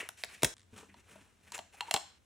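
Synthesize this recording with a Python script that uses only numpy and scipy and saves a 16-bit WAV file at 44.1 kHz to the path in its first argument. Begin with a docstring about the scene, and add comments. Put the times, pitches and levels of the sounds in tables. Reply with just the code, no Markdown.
"""A steel revolver is opened by gloved hands over a bench mat, close up in a small room.
First the rubber gloves snap, rustle and squeak, something knocks down on the mat, and the sound cuts off.
Then the gun is picked up. Its latch slides and clicks, and the cylinder swings out and clacks
against its stop, ringing briefly. Each click is a cluster of tiny impacts; each rustle is rubber
catching and slipping. A faint rumble lies under it all."""
import sys
import numpy as np
from scipy import signal
from scipy.fft import rfft, irfft
from scipy.io import wavfile

SR = 44100
rng = np.random.default_rng(int(sys.argv[2]) if len(sys.argv) > 2 else 0)


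def put_to_file(sound):
    """Save the sound as 16-bit audio at rate SR, in the file named by the first command-line argument."""
    columns = np.atleast_2d(sound).T  # one column per channel
    safe = np.clip(columns, -1, 1)
    whole_steps = np.round(safe * 32767)
    wavfile.write(sys.argv[1], SR, whole_steps.astype(np.int16))


N = 99225
TIME, HZ = np.arange(N) / SR, np.fft.rfftfreq(N, 1 / SR)


def amp(db):
    """Turns decibels into a gain."""
    return 10 ** (np.asarray(db) / 20)


def unit_level(x):
    """Scales a sound to an average (rms) level of 1."""
    return x / np.sqrt(np.mean(x ** 2) + 1e-20)


def burst(x):
    """Gives a short sound the energy of 10 ms at level 1."""
    return x * np.sqrt(SR / 100 / (np.sum(x ** 2) + 1e-20))


def curve(points, hz):
    """Joins a table's points along a log-frequency axis."""
    point_hz, value = np.transpose(points)
    return np.interp(np.log(hz + 1), np.log(point_hz + 1), value)


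def add(mix, start_s, sound):
    """Mixes a sound in at its start time."""
    part = mix[max(round(start_s * SR), 0):][:len(sound)]
    part += sound[:len(part)]


def wobble(speed_hz=55.3):
    """A random wavering of level 1, mostly slower than speed_hz."""
    return unit_level(irfft(rfft(rng.standard_normal(N)) * np.exp(-(HZ / speed_hz) ** 2), N))


# Borders of a hit's five bands, low to high (thud, knock, clack, snap, air): edge_hz
HIT_BANDS = [85, 590, 1080, 4600, 9000, 16500]
def band(x, k, edges=HIT_BANDS):
    """Keeps only band k of a sound, counting from 0."""
    edges = np.minimum(edges[k:k + 2], SR / 2 - 1)
    return signal.sosfilt(signal.butter(3, edges, "band", fs=SR, output="sos"), x)


# How alike left and right are in the room (1 is identical): frequency_hz, likeness
STEREO_LIKENESS = [(150, 0.77), (900, 0.14), (14000, 0.83)]
def stereo(noises):
    """Blends two noises into left and right: alike in the bass and high treble, less so between."""
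    size = noises.shape[1]
    likeness = np.clip(curve(STEREO_LIKENESS, np.fft.rfftfreq(size, 1 / SR)), 0, 1)
    a, b = rfft(noises)
    mid, side = np.sqrt((1 + likeness) / 2) * a, np.sqrt((1 - likeness) / 2) * b
    return irfft(np.array([mid + side, mid - side]), size)


# Tone of the quiet room: frequency_hz, relative_db
RUMBLE_TONE = [(20, -29.5), (50, -7.5), (85, 2), (140, -15.5), (200, -9), (400, -17.5), (9000, -31),
               (15000, -35)]
def room_tone(level_db=-68.5):
    """A faint low rumble with a little hiss."""
    spectrum = rfft(stereo(rng.standard_normal((2, N)))) * amp(curve(RUMBLE_TONE, HZ))
    return amp(level_db) * unit_level(irfft(spectrum, N))


# Time the echo takes to fade by 60 dB: frequency_hz, fade_s
ECHO_FADE = [(800, 0.29), (3000, 0.6), (9000, 0.32)]
# Tone of the echo: frequency_hz, level_db
ECHO_TONE = [(100, -22.5), (800, -8.5), (3000, -15), (7500, -6.5), (15000, -24.5)]
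def room(x, early_db=-15.5, early_decay_s=0.021):
    """Adds quick reflections off the bench and a soft wash of echo from the room."""
    hz, frame_s, noise = signal.stft(stereo(rng.standard_normal((2, SR))), SR, nperseg=256)
    fade = amp(-60 * frame_s / curve(ECHO_FADE, hz)[:, None])
    fade *= amp(curve(ECHO_TONE, hz))[:, None] / np.sqrt(SR * np.mean(fade ** 2, axis=1, keepdims=True))
    tail = signal.istft(noise * fade, SR, nperseg=256)[1][:, :SR]
    t = TIME[:SR]
    bounces = stereo(rng.standard_normal((2, SR)) * (rng.random(SR) < .03))
    early = bounces * np.exp(-t / early_decay_s) * (t > .004)
    echo = tail * np.minimum(t / 0.0028, 1) + amp(early_db) * early / np.linalg.norm(early[0])
    return x + signal.fftconvolve(x[None], echo, axes=1)[:, :N]


def rattle(start_s=.567, length_s=.06, ticks_per_s=85, level_db=-64):
    """A short run of faint ticks that dies away."""
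    out, t = np.zeros(N), TIME[:SR // 100]
    for delay_s in np.arange(0, length_s, 1 / ticks_per_s):
        noise = rng.standard_normal(len(t))
        tick = burst(band(noise * np.exp(-t / .0005), 3)) + burst(band(noise * np.exp(-t / .0025), 2))
        jitter_s = rng.random() / ticks_per_s / 2
        add(out, start_s + delay_s + jitter_s, amp(level_db) * np.exp(-delay_s / length_s) * tick)
    return out


# Low notes of the bench under the palm: pitch_hz, level_db
PALM_NOTES = [(100, -49), (235, -50.5), (435, -56)]
def palm(start_s=.727, decay_s=0.02):
    """The hand lands on the gun and the bench answers with a soft, low thud."""
    t = np.maximum(TIME - start_s, 0)
    fade = np.exp(-t / decay_s)
    soft_start = 1 - fade ** 10
    return fade * soft_start * sum(amp(db) * np.sin(2 * np.pi * hz * t) for hz, db in PALM_NOTES)


def thump(start_s=.4338, drop_hz=700, end_hz=15, fall_s=.0021):
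    """The mat gives under a heavy knock, so the pitch falls; the bench sounds a little longer."""
    out, t = np.zeros(N), TIME[:SR // 5]
    cycles = np.cumsum(end_hz + drop_hz / (1 + t / fall_s)) / SR
    mat = amp(-24.5) * np.exp(-t / 0.002)
    bench = amp(-29) * np.exp(-t / 0.018)
    add(out, start_s, (mat + bench) * np.sin(2 * np.pi * cycles))
    return out


# Rubber and steel that stick and sing: start_s, length_s, pitch_hz, glide_share, level_db
SQUEAKS = [ (.004, 0.016, 2410, .2, -45), (0.025, 0.012, 552, -0.54, -48), (0.035, 0.0095, 1980, -.25, -45),
           (1.541, 0.016, 7900, -0.14, -43), (1.74, 0.012, 848, -0.057, -52.5),
           (1.804, 0.047, 853, -.04, -46.5), (1.878, 0.019, 867, 0.015, -45.5)]
def squeaks(pitch_wobble=0.076, flutter_db=1.75):
    """Glove, latch and crane (the cylinder's arm) sing unevenly as they slide, gliding in pitch."""
    out = np.zeros(N)
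    for start_s, length_s, pitch_hz, glide, level_db in SQUEAKS:
        progress = np.arange(0, length_s, 1 / SR) / length_s
        bend = 1 + glide * (2 * progress - 1) + pitch_wobble * wobble()[:len(progress)]
        cycles = np.cumsum(pitch_hz * bend) / SR
        swell = np.sin(np.pi * progress) ** 2
        add(out, start_s, amp(level_db) * np.sqrt(2) * swell * np.sin(2 * np.pi * cycles))
    return out * amp(flutter_db * wobble())


def grip_hum(rubbing, pitch_hz=197.3, sharpness=24.4, boost_db=12):
    """Rubbing also stirs a dull hum in the held gun."""
    hum = signal.lfilter(*signal.iirpeak(pitch_hz, sharpness, fs=SR), rubbing)
    return rubbing + amp(boost_db) * hum


# Borders of the same five bands for soft rubber: edge_hz
RUB_BANDS = [120, 330, 1650, 2750, 9000, 15500]
# Glove strokes on glove, mat and steel: peak_s, rise_s, fall_s, thud_db, knock_db, clack_db, snap_db
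STROKES = [ (.004, 0.051, 0.027, -61, -46.5, -40, -48.5), (0.183, 0.0086, 0.063, -80.5, -71, -58, -57.5),
           (0.297, 0.012, 0.024, -76, -59, -54, -57), (.342, 0.025, 0.12, -76, -68.5, -58.5, -62),
           (0.79, 0.05, 0.05, -62.5, -59, -60, -60), (0.891, 0.0048, 0.059, -65, -75, -62.5, -75.5),
           (1, 0.035, 0.011, -66.5, -68, -61.5, -69), (1.126, 0.066, 0.13, -69, -66, -63, -67),
           (1.477, 0.053, 0.2, -76, -72, -68, -70), (1.549, 0.014, 0.015, -70, -45.5, -42.5, -46.5),
           (1.743, 0.014, 0.12, -88.5, -65, -60.5, -62), (1.88, 0.027, 0.1, -71, -57, -56, -62)]
def glove_rubs(from_s, to_s, grains_per_s=2700, spread_db=3.5, flutter_db=1.75, air_db=-1):
    """Rubber catches and slips in fine grains; plays the strokes that peak between the two times."""
    out, shared_wobble = np.zeros(N), wobble()
    strength = amp(spread_db * np.minimum(rng.exponential(1, N), 4))
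    grains = strength * (rng.random(N) < grains_per_s / SR)
    friction = unit_level(grains * rng.choice([-1, 1], N)) + rng.standard_normal(N)
    for k in range(len(RUB_BANDS) - 1):
        power = np.zeros(N)
        for peak_s, rise_s, fall_s, *levels_db in STROKES:
            if from_s <= peak_s < to_s:
                t = TIME - peak_s
                swell = np.exp(-np.where(t < 0, (t / rise_s) ** 2, t / fall_s))
                band_db = [*levels_db, levels_db[-1] + air_db][k]
                power += (amp(band_db) * swell) ** 2
        flutter = amp(flutter_db * (shared_wobble + wobble()))  # rubber grips and lets go unevenly
        out += np.sqrt(power) * unit_level(band(friction, k, RUB_BANDS) * flutter)
    return out


def hits(rows, notes, ring_db, air_db, grit_db=-5):
    """Each hit is a cluster of tiny impacts; the body answers with a knock and the steel rings on."""
    out, t = np.zeros(N), TIME[:SR // 3]
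    # The hand damps most of the ring at once; a little lingers.
    damped_s, linger_db, linger_s = 0.0025, -17.5, 0.069
    ring_fade = np.exp(-t / damped_s) + amp(linger_db - 60 * t / linger_s)
    for start_s, rise_s, decay_s, knock_hz, thud_db, knock_db, clack_db, snap_db in rows:
        hit = np.zeros(len(t))
        for k, band_db in enumerate([thud_db, knock_db, clack_db, snap_db, snap_db + air_db]):
            # Thud and knock start later and last longer.
            age_s, fade_s = (t - .0008, decay_s + .001) if k < 2 else (t, decay_s)
            shape = np.clip(age_s / rise_s, 0, 1) ** 2 * np.exp(-np.maximum(age_s - rise_s, 0) / fade_s)
            part = burst(band(shape * rng.choice([-1, 1], len(t)), k))
            if k == 1:  # the knock is a tone with some gritty noise
                no_bass = signal.butter(2, knock_hz / np.sqrt(2), "high", fs=SR)
                tone = signal.lfilter(*no_bass, shape * np.sin(2 * np.pi * knock_hz * age_s))
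                part = amp(grit_db) * part + burst(tone)
            hit += amp(band_db) * part
        chord = sum(amp(db) * np.sin(2 * np.pi * (hz * t + rng.random())) for hz, db in notes)
        ring = burst(chord * ring_fade * np.minimum(t / rise_s, 1) ** 2)
        add(out, start_s, hit + amp(clack_db + ring_db) * ring)
    return out


# Ringing notes of the gun lying on the mat: pitch_hz, relative_db
RESTING_GUN_NOTES = [(2260, 4), (2620, 5.5), (3860, 0), (5330, -0.5), (10990, 4.5)]
# Glove snaps and knocks: start_s, rise_s, decay_s, knock_hz, thud_db, knock_db, clack_db, snap_db
SNAPS = [ (.0892, 0.00035, 0.00087, 1500, -60, -49, -47, -47.5),
         (.2369, 0.00019, 0.00073, 720, -70.5, -43, -35.5, -53),
         (.2454, .00018, 0.0024, 690, -62.5, -61.5, -51.5, -53),
         (.420, 0.0022, 0.028, 409, -47.5, -45.5, -44, -49),
         (.4315, 0.001, 0.0021, 622, -34, -33, -30, -31),
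         (.4430, 0.0037, 0.0033, 542, -41, -40, -29, -30.5)]
def glove_snaps():
    """Snapping gloves and knocks on the mat set the resting gun ringing faintly."""
    return hits(SNAPS, RESTING_GUN_NOTES, ring_db=-5, air_db=3.5)


# Ringing notes of the opened gun: pitch_hz, relative_db
OPEN_GUN_NOTES = [(798, -7.5), (2760, 2.5), (3070, -1), (3272, 4), (4095, 1.5), (4248, 3.5)]
# Steel striking steel: start_s, rise_s, decay_s, knock_hz, thud_db, knock_db, clack_db, snap_db
CLICKS = [ (.828, 0.002, 0.0045, 448, -60, -58, -80, -76), (.9415, 0.0011, .002, 960, -86, -58, -64, -79),
          (1.156, .001, 0.0023, 620, -59.5, -54.5, -92, -76),
          (1.5200, 0.00026, .003, 945, -82, -54.5, -52, -49),
          (1.5792, 0.00021, .0012, 890, -77.5, -52, -58.5, -52),
          (1.5893, .0006, 0.0039, 690, -57.5, -47, -48, -56.5),
          (1.8070, .0005, .0022, 960, -72, -40, -38.5, -49),
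          (1.9106, .0005, .0016, 720, -56, -39, -35, -36),
          (1.9399, 0.00065, 0.00087, 1123, -44.5, -36.5, -36, -30),
          (1.9415, 0.00051, 0.0049, 791, -39.5, -31, -33.5, -42),
          (1.9610, 0.002, 0.0027, 762, -49, -37.5, -36.5, -46.5),
          (1.9728, 0.00032, .0022, 780, -57.5, -46, -47.5, -52)]
def revolver_clicks():
    """Latch and crane click, then the cylinder clacks against its stop and rings briefly."""
    return hits(CLICKS, OPEN_GUN_NOTES, ring_db=-1, air_db=-1.5)


def until(end_s, fade_s=0.0024):
    """Full level up to end_s, where a quick fade cuts the sound off."""
    return np.clip((end_s - TIME) / fade_s + .5, 0, 1)


def scene():
    """The gloves and the knock, then the gun is lifted and opened; each part cuts off, echo and all."""
    hands_end_s, gun_end_s = .541, 2.185
    hands = glove_snaps() + glove_rubs(0, hands_end_s) + thump()
    gun = revolver_clicks() + grip_hum(glove_rubs(hands_end_s, gun_end_s)) + palm() + rattle()
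    return room(hands) * until(hands_end_s) + room(gun + squeaks()) * until(gun_end_s) + room_tone()


# Phase lead of left over right: frequency_hz, lead_radians
# The highest treble is nearly opposite in the two channels and sounds wide.
STEREO_PHASE = [(0, 0), (7500, -.35), (9800, -1.2), (12000, -2.6), (16400, -3)]
# How much louder the left channel is: frequency_hz, extra_db
LEFT_EXTRA = [(150, 1), (380, 3.5), (1300, .6)]
def record(dry, dip_hz=4773, dip_width_hz=390, dip_db=-4.5, top_hz=16500):
    """Widens the high treble, leans the sound left, dips one narrow band and cuts the very top."""
    lead = np.interp(HZ, *np.transpose(STEREO_PHASE))
    left = amp(curve(LEFT_EXTRA, HZ) / 2) * np.exp(.5j * lead)  # the right gets the opposite
    dip = amp(dip_db * np.exp(-((HZ - dip_hz) / dip_width_hz) ** 2))
    channels = irfft(rfft(dry) * dip * np.array([left, 1 / left]), N)
    treble_cut = signal.firwin(255, top_hz, window=("kaiser", 9), fs=SR)
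    return signal.oaconvolve(channels, treble_cut[None], "same")


dry = scene()
out = record(dry)
put_to_file(out)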